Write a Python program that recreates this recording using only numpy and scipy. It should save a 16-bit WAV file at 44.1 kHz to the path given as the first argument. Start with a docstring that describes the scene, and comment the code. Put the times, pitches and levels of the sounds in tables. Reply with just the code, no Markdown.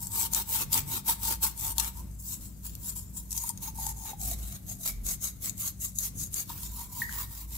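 """A scouring cloth is rubbed quickly back and forth on a small hand-held brass vase, close by, while a fan
drones in the small room. From the start the fibres hiss, crackle and snag on the metal, and the air in the vase
hoots faintly, popping when the cloth plugs or leaves the mouth. The ring of the brass changes as the cloth
moves from the waist to the neck (2.1 s) and the rim (3.3 s). A drip plinks at 4.9 s and a soft, deep swell
sounds. The cloth moves to the belly (6.5 s), and two more drips follow near 7 s."""
import sys
import numpy as np
from scipy import signal
from scipy.fft import rfft, irfft
from scipy.io import wavfile
from scipy.ndimage import uniform_filter1d

SR = 44100
rng = np.random.default_rng(int(sys.argv[2]) if len(sys.argv) > 2 else 0)


def transcribe(signal):
    """Save signal, clipped to [-1, 1], as a 16-bit WAV file at the path in sys.argv[1]."""
    frames = np.atleast_2d(signal).T
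    limited = np.clip(frames, -1, 1)
    pcm = np.round(limited * 32767).astype(np.int16)
    wavfile.write(sys.argv[1], SR, pcm)


N = 333837
TIME = np.arange(N) / SR
# The times in seconds when the cloth, which starts on the waist, moves to the neck, rim and belly.
MOVE_TIMES = [2.13, 3.27, 6.47]


def amp(db):
    """Turns decibels into a gain to multiply by."""
    return 10 ** (np.asarray(db) / 20)


def unit(x):
    """Scales a signal to an average (rms) level of 1."""
    return x / np.sqrt(np.mean(x ** 2) + 1e-20)


def read(points, hz):
    """Reads between the rows of a table, on a logarithmic frequency scale."""
    row_hz, value = np.transpose(points)
    return np.interp(np.log(hz + 1), np.log(row_hz + 1), value)


def add(mix, start_s, sound):
    """Adds a sound into the mix at the given time."""
    part = mix[..., round(start_s * SR):][..., :sound.shape[-1]]
    part += sound[..., :part.shape[-1]]


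def sides(lean_db):
    """Left and right gains with the same total power; a positive lean favours the left."""
    pair = amp(np.array([lean_db, -lean_db]) / 2)
    return pair / np.sqrt(np.mean(pair ** 2, axis=0))


def wander(rate_hz):
    """A smooth random curve of level 1 that changes at up to about the given rate."""
    hz = np.fft.rfftfreq(N, 1 / SR)
    return unit(irfft(rfft(rng.standard_normal(N)) / (1 + (hz / rate_hz) ** 4), N))


def tone(hz, wander_hz):
    """A pure tone of level 1 whose pitch drifts."""
    return unit(np.sin(2 * np.pi * np.cumsum(hz + wander_hz * wander(4.62)) / SR))


def resonate(x, hz, width_hz):
    """Lets through a narrow band around a moving pitch."""
    turn = np.exp(2j * np.pi * np.cumsum(hz) / SR)
    decay = np.exp(-np.pi * width_hz / SR)
    return 2 * (turn * signal.lfilter([1 - decay], [1, -decay], x / turn)).real


def hand_strokes(rest_db=-58, lag_db=2.5, press_db=2, release_s=0.048, fizz_per_rasp=0.35):
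    """Each stroke swells and fades; the hand lands lightly and bears down later, which adds rasp."""
    # Strokes of the cloth. Each row: start in seconds, length in seconds, level in dB, rasp in dB.
    strokes = [(0, 0.079, -35.5, -10), (0.121, 0.15, -28.5, 1.5), (0.324, 0.096, -28, 4.5),
               (0.479, .16, -28, 5), (0.719, .082, -24.5, 6), (0.876, 0.12, -30.5, 5.5),
               (1.065, 0.07, -23.5, 3), (1.213, 0.14, -28.5, 4.5), (1.419, .058, -22.5, 1),
               (1.571, 0.16, -32, 0.5), (1.768, 0.13, -33.5, 6.5), (1.936, 0.086, -45, -3),
               (2.19, 0.053, -43.5, -22), (2.252, .119, -36.5, -5), (2.398, 0.092, -44.5, -3),
               (2.642, 0.057, -37.5, 2), (2.817, 0.11, -36, -0.5), (2.955, 0.054, -34, -6),
               (3.148, 0.073, -38.5, -7.5), (3.305, 0.21, -38, -5), (3.61, 0.09, -36, 1.5),
               (3.761, 0.16, -36, -0.5), (3.95, .12, -45, -6), (4.045, 0.083, -37.5, 8.5),
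               (4.197, 0.15, -34.5, -1.5), (4.359, 0.22, -43.5, 4), (4.672, 0.073, -36.5, -4.5),
               (4.792, 0.1, -39.5, -8), (4.843, 0.07, -31, 3.5), (5.05, 0.098, -31.5, -1.5),
               (5.213, 0.089, -32, -1.5), (5.415, 0.091, -33, -2), (5.583, 0.12, -32, -3),
               (5.805, 0.079, -32, -9.5), (5.951, 0.062, -39.5, -24), (5.99, 0.097, -32.5, -3),
               (6.167, .098, -34.5, -8.5), (6.325, 0.11, -33.5, -1), (6.487, 0.04, -35, 4.5),
               (6.526, 0.091, -42, 1), (6.597, 0.096, -38.5, -6.5), (6.694, 0.17, -40.5, -1.5),
               (6.924, 0.13, -36.5, -4), (7.098, 0.15, -35.5, 2.5), (7.272, 0.18, -44.5, -1.5),
               (7.501, 0.099, -40, -4.5)]
    # The grip at the waist, neck, rim and belly. Each row: fizz in dB, lean to the left in dB,
    # stroke length in seconds at which the swell begins to flatten into a hold.
    grips = [(4.5, -3, 0.046), (2.5, 1, 0.064), (5.5, -2.4, 0.041), (4, 0.2, 0.076)]
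    t = TIME[::40]
    start, length, db, rasp_db = np.transpose(strokes)[:, :, None]
    fizz_db, lean_db, flatten_s = np.transpose(grips)[:, np.searchsorted(MOVE_TIMES, start)]
    fall = np.minimum(release_s, 0.79 * length)
    rise = length - fall
    peak = start + rise
    progress = (t - peak) / np.where(t < peak, rise, fall)  # -1 as a stroke starts, 1 as it ends
    squareness = length / flatten_s * np.where(t < peak, 1.15, 1.09)
    fade_db = np.minimum(10 * abs(progress) ** squareness, 150)
    power = amp(db - fade_db) ** 2
    force = np.sqrt(power.sum(0) + amp(rest_db) ** 2)
    progress = np.clip(progress, -1, 1)
    rasp = rasp_db + lag_db * progress - press_db * progress ** 2
    fizz = fizz_db + fizz_per_rasp * rasp_db
    # where strokes overlap, the louder one counts for more
    blended = [(power * trait).sum(0) / power.sum(0) for trait in (rasp, fizz, lean_db)]
    return [np.interp(TIME, t, curve) for curve in [force] + blended]


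def fibres(slips_per_s=5000, spread_db=3.5, smooth_hiss=0.57):
    """Fibres slip on the metal: countless tiny clicks of uneven size over a smooth hiss."""
    size = amp(spread_db * np.minimum(rng.exponential(1, N), 5))
    slips = size * rng.choice([-1, 1], N) * (rng.random(N) < slips_per_s / SR)
    return unit(unit(slips) + smooth_hiss * rng.standard_normal(N))


def brass(drive, force, rasp_db, fizz_db, flicker_db=3.0, grip_depth=0.55, wake_db=-56):
    """Each touch wakes the vase's ringing tones, which the shifting fingers damp and release."""
    # The sound of cloth on metal. Each row: frequency in Hz, strength there in dB.
    friction = [(150, -7.5), (450, -12), (720, -15.5), (1200, -7.5), (1900, -15), (2600, -10), (3400, -8),
                (5000, -5.5), (7000, -1), (8300, -0.5), (9900, -5), (12000, -0.5), (14000, -0.5),
                (15700, -9)]
    # The vase's ringing tones. 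Each row: pitch in Hz, width in Hz, then the boost in dB
    # when rubbed on the waist, neck, rim and belly.
    ringing_tones = [(1054, 160, 5.5, -3, 3, 12.5), (2110, 420, 1, 0.5, 7, 7), (3880, 490, 1, 0.5, 4.5, 5),
                     (6570, 710, -0.5, 1.5, 8.5, 0.5), (7240, 320, 2, 13, 5, 3),
                     (7730, 230, 8.5, 6, 5, -0.5), (8590, 135, -11, 13, -2, -11),
                     (8920, 310, 6, -3, 6.5, -3), (11140, 310, 0.5, 11, 5, 4),
                     (11700, 300, -3.5, 0.5, 4, -2), (13400, 410, -3.5, 9.5, -5, -2),
                     (15550, 510, 8, 16.5, 7, 14.5)]
    # The hands shade one side. Each row: frequency in Hz, then the lean to the left in dB
    # at the waist, neck, rim and belly.
    hand_shade = [(1160, 8.5, 3, 5.5, 3.5), (2060, 2.5, -4, 1, -3.5), (3100, 15.5, 7, 11.5, 4.5),
                  (4230, 8, 11, 4.7, 5.5), (6600, 8, 5, 8.8, 3), (8400, 11, 6, 8.1, 3), (11000, 3, 0, 1, 0),
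                  (15000, 3, 0, 3, -2)]
    frames = dict(fs=SR, nperseg=512, noverlap=384)
    hz, t, spectrum = signal.stft(drive, **frames)
    place = np.searchsorted(MOVE_TIMES, t)
    colour_db = read(friction, hz)[:, None]
    awake = np.interp(t, TIME, force / np.hypot(force, amp(wake_db)))
    for ring_hz, width_hz, *boost_db in ringing_tones:
        fingers = np.tanh(unit(uniform_filter1d(rng.standard_normal(len(t)), size=24)))
        freedom = awake * (1 + grip_depth * fingers)
        peak = 1 / (1 + (2 * (hz - ring_hz) / width_hz) ** 2)
        colour_db = colour_db + np.outer(peak, np.array(boost_db)[place] * freedom)
    # hard pressure adds a low rasp, fast contact a high fizz
    colour_db += np.outer(1 / (1 + (hz / 4500) ** 4), np.interp(t, TIME, rasp_db))
    colour_db += np.outer(1 - 1 / (1 + (hz / 10000) ** 8), np.interp(t, TIME, fizz_db))
    flicker = uniform_filter1d(rng.standard_normal(colour_db.shape), size=3, axis=0)
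    flicker = unit(uniform_filter1d(flicker, size=16, axis=1))
    gain = amp(colour_db + flicker_db * flicker)
    gain /= np.sqrt(np.mean(gain ** 2, axis=0))
    # this phase makes the metal ring after each slip, never before it
    mirrored = np.vstack([gain, gain[-2:0:-1]])
    phase = -signal.hilbert(np.log(mirrored), axis=0).imag[:len(hz)]
    shade_hz, *leans = np.transpose(hand_shade)
    shade_db = np.transpose([read(list(zip(shade_hz, lean)), hz) for lean in leans])[:, place]
    return signal.istft(spectrum * gain * np.exp(1j * phase) * sides(shade_db), **frames)[1][:, :N]


def hollow_air(slips, level, open_width_hz=55, covered_width_hz=130, outer_width_hz=300):
    """Air in the vase hoots under the slips and rings at each pop; cloth on the rim damps the hoot."""
    # The hoot, lower and weaker while the cloth covers the mouth.
    # Each row: time in seconds, pitch in Hz, level in dB relative to the stroke.
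    hoot_path = [(0, 915, -18), (1.85, 909, -16), (2.0, 965, -5.5), (2.2, 987, -27), (3.45, 954, -18),
                 (3.8, 878, -14.5), (4.1, 858, -10.5), (4.28, 694, -22), (4.7, 676, -18.5), (5.3, 637, -31),
                 (6.35, 635, -37), (6.48, 942, -31), (6.8, 972, -10), (7.57, 950, -20.5)]
    times, *columns = np.transpose(hoot_path)
    hz, hoot_db = (np.interp(TIME, times, column) for column in columns)
    free = unit(resonate(resonate(slips, hz, open_width_hz), hz, outer_width_hz))
    covered = unit(resonate(resonate(slips, hz, covered_width_hz), hz, outer_width_hz))
    on_rim = (TIME > MOVE_TIMES[1]) & (TIME < MOVE_TIMES[2])
    return level * amp(hoot_db) * np.where(on_rim, covered, free) + mouth_pops(hz)


def scrubbing(stereo_spread=1.88, judder_db=2.48, hiss_db=1.5, snag_db=3.0, hollow_db=-1):
    """The strokes drag the fibres over the metal and stir the air inside the vase."""
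    force, rasp_db, fizz_db, lean_db = hand_strokes()
    force = force * amp(judder_db * np.tanh(wander(rate_hz=55)))  # the cloth judders as it slides
    shared_slips = fibres()
    slips = np.array([unit(shared_slips + stereo_spread * fibres()) for _ in range(2)])
    hiss = amp(hiss_db) * force * slips * sides(lean_db)
    metal = brass(hiss + amp(snag_db) * snags(force), force, rasp_db, fizz_db)
    air = hollow_air(shared_slips, force * amp(hollow_db))
    return metal + air * sides(lean_db=4.0)[:, None]


def off_centre(pair, delay_samples=8):
    """The vase is held to the left until the belly is rubbed, so its sound reaches the right later."""
    left, right = pair
    return np.array([left, np.where(TIME < MOVE_TIMES[-1], np.roll(right, delay_samples), right)])


def nearby_echoes(pair, count=6, echo_db=-17):
    """Hands, lap and table throw the sound back within milliseconds, which colours the hiss."""
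    out = pair.copy()
    for side in range(2):
        for delay_s in rng.uniform(.001, .012, count):
            add(out[side], delay_s, amp(echo_db) * rng.choice([-1, 1]) * pair[side])
    return out / np.sqrt(1 + count * amp(echo_db) ** 2)


def room_echoes(pair, gap_s=0.014):
    """The room returns a dense wash of echoes whose treble dies first."""
    # How long the room rings. Each row: frequency in Hz, seconds to fade by 60 dB.
    fade_times = [(200, 0.89), (1000, 0.45), (2000, 0.58), (6000, 0.33), (15000, 0.21)]
    echoes = rng.standard_normal((2, SR)) * (rng.random((2, SR)) < .1) * (TIME[:SR] > gap_s)
    hz, t, spectrum = signal.stft(echoes, SR, nperseg=256)
    fade = amp(-60 * t / read(fade_times, hz)[:, None])
    tail = signal.istft(spectrum * fade, SR, nperseg=256)[1]
    return signal.fftconvolve(pair, tail / np.linalg.norm(tail[0]), axes=1)[:, :N]


def air_rumble(level_db=-46.5, drift_db=2.15):
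    """Moving air fills the room with a low, slightly uneven rumble."""
    # The colour of the rumble. Each row: frequency in Hz, strength there in dB.
    colour = [(20, -29), (32, -14), (43, -2), (58, -5), (68, -7), (80, -3.5), (102, -4), (122, -11),
              (146, -4.5), (175, -14), (200, -11), (420, -30), (1000, -40), (3000, -45), (15000, -43)]
    # How alike left and right are. Each row: frequency in Hz, likeness from 0 to 1.
    likeness = [(30, 0.34), (150, 1), (350, 0.3), (1000, 0.68), (4000, 0.095)]
    hz = np.fft.rfftfreq(N, 1 / SR)
    left, other = rfft(rng.standard_normal((2, N)))
    same = read(likeness, hz)
    right = same * left + np.sqrt(1 - same ** 2) * other
    air = unit(irfft(np.array([left, right]) * amp(read(colour, hz)), N))
    return air * amp(level_db + drift_db * wander(rate_hz=2.9)) * sides(lean_db=2.5)[:, None]


def fan(waver=0.26, throb_hz=56.5, throb_depth=0.45):
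    """A fan drones: a wavering hum over a deep throb."""
    # The tones of the hum. Each row: pitch in Hz, width of its drift in Hz, level in dB.
    hum_tones = [(102.1, 1.97, -55), (188.3, 2.01, -56.5), (300.7, 12.3, -71.5)]
    # The strength of the throb. Each row: time in seconds, level in dB.
    throb_levels = [(0, -52.5), (1.3, -45.5), (1.85, -43.5), (2.6, -49.5), (3.05, -45), (4.3, -42.5),
                    (5.6, -53), (6.1, -47.5), (7.57, -45)]
    hum = sum(amp(db) * unit((1 + waver * wander(rate_hz=4.1)) * tone(hz, width / 2))
              for hz, width, db in hum_tones)
    throb = unit((1 + throb_depth * wander(rate_hz=3)) * tone(throb_hz, wander_hz=1.66))
    throb *= amp(np.interp(TIME, *np.transpose(throb_levels)))
    return hum * sides(lean_db=2.5)[:, None] + throb * sides(lean_db=1)[:, None]


def snags(force, band_hz=(3000, 12500), catches_per_s=6, catch_db=8, catch_decay_s=0.0016):
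    """Fibres catch and let go in short, bright bursts; lesser, random catches follow the force."""
    # The main snags. Each row: start in seconds, level in dB, decay time in seconds.
    main_snags = [(0.07, -24, 0.00091), (0.118, -31.5, 0.0043), (.335, -15.5, 0.0016), (.3476, -16, 0.0022),
                  (0.363, -27, 0.002), (0.73, -17.5, 0.0038), (0.743, -11, 0.00055), (1.782, -13, 0.002),
                  (1.798, -14, 0.0022), (1.8018, -21, 0.0017), (2.752, -30, 0.0018), (2.893, -27, 0.0008),
                  (3.307, -29.5, .0042), (3.3167, -29, .0055), (3.3277, -24, .0025), (3.364, -28, 0.0037),
                  (3.3766, -24, 0.0052), (3.4375, -26, 0.0019), (3.4916, -21, 0.0022),
                  (3.5748, -34.5, .003), (3.8667, -17.5, 0.00072), (4.2143, -28, 0.0031),
                  (4.8767, -21.5, .001), (5.244, -29, .002), (5.496, -21.5, .0011), (5.579, -33.5, .004),
                  (5.9863, -18, 0.0025), (6.342, -23, 0.0021), (7.1257, -28, .001)]
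    bursts, t = np.zeros((2, N)), TIME[:800]
    caught = np.flatnonzero(rng.random(N) < catches_per_s / SR)
    catches = [(TIME[i], catch_db + 20 * np.log10(force[i]), catch_decay_s) for i in caught]
    for start_s, db, decay_s in main_snags + catches:
        add(bursts, start_s, amp(db) * np.exp(-t / decay_s))
    crackle = bursts * rng.standard_normal((2, N)) * sides(lean_db=1)[:, None]
    return signal.lfilter(*signal.butter(1, band_hz, "band", fs=SR), crackle)


def mouth_pops(air_hz, attack_s=0.002, fade_s=0.051):
    """The cloth plugs or leaves the mouth, and the air inside rings briefly at its own pitch."""
    # The pops. Each row: start in seconds, level in dB.
    pops = [(.752, -25.5), (1.087, -22.5), (1.783, -28), (3.439, -31), (3.497, -30.5), (3.680, -32.5),
            (3.784, -30.5), (3.865, -28.5), (4.131, -30), (4.314, -34), (6.499, -31.5)]
    out, t = np.zeros(N), TIME[:SR // 8]
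    attack = 1 - np.exp(-(t / attack_s) ** 2)
    for start_s, db in pops:
        hz = np.interp(start_s, TIME, air_hz)
        add(out, start_s, amp(db - 60 * t / fade_s) * attack * np.sin(2 * np.pi * hz * t))
    return out


def drips(attack_s=0.0014):
    """Each drip rings one small bubble."""
    # The drips. Each row: start in seconds, level in dB, pitch in Hz, seconds to fade by 60 dB.
    bubbles = [(4.895, -36.5, 2260, 0.036), (7.018, -17, 1860, 0.039), (7.0928, -19, 1620, 0.0087)]
    out, t = np.zeros(N), TIME[:SR // 5]
    attack = 1 - np.exp(-(t / attack_s) ** 2)
    for start_s, db, hz, fade_s in bubbles:
        add(out, start_s, amp(db - 60 * t / fade_s) * attack * np.sin(2 * np.pi * hz * t))
    return np.array([out, out])


def low_swell(peak_s=5, half_length_s=0.1, hz=43.5, level_db=-37.5):
    """A soft, deep swell rises once, as a short low tone."""
    swell = amp(level_db) * np.exp(-((TIME - peak_s) / half_length_s) ** 2)
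    return swell * tone(hz, wander_hz=1.66) * sides(lean_db=1)[:, None]


def scene(scrub_echo_db=-17, drip_echo_db=-7.5):
    """Close scrubbing and farther drips in one room, over the rumble and the fan."""
    scrub = nearby_echoes(off_centre(scrubbing()))
    plinks = drips()
    echoes = room_echoes(amp(scrub_echo_db) * scrub + amp(drip_echo_db) * plinks)
    return scrub + plinks + echoes + air_rumble() + fan() + low_swell()


def record(dry, top_hz=15720):
    """Cuts off the very highest treble."""
    low_pass = signal.firwin(401, top_hz, window=("kaiser", 9), fs=SR)
    return signal.oaconvolve(dry, low_pass[None], "same")


dry = scene()
out = record(dry)
transcribe(out)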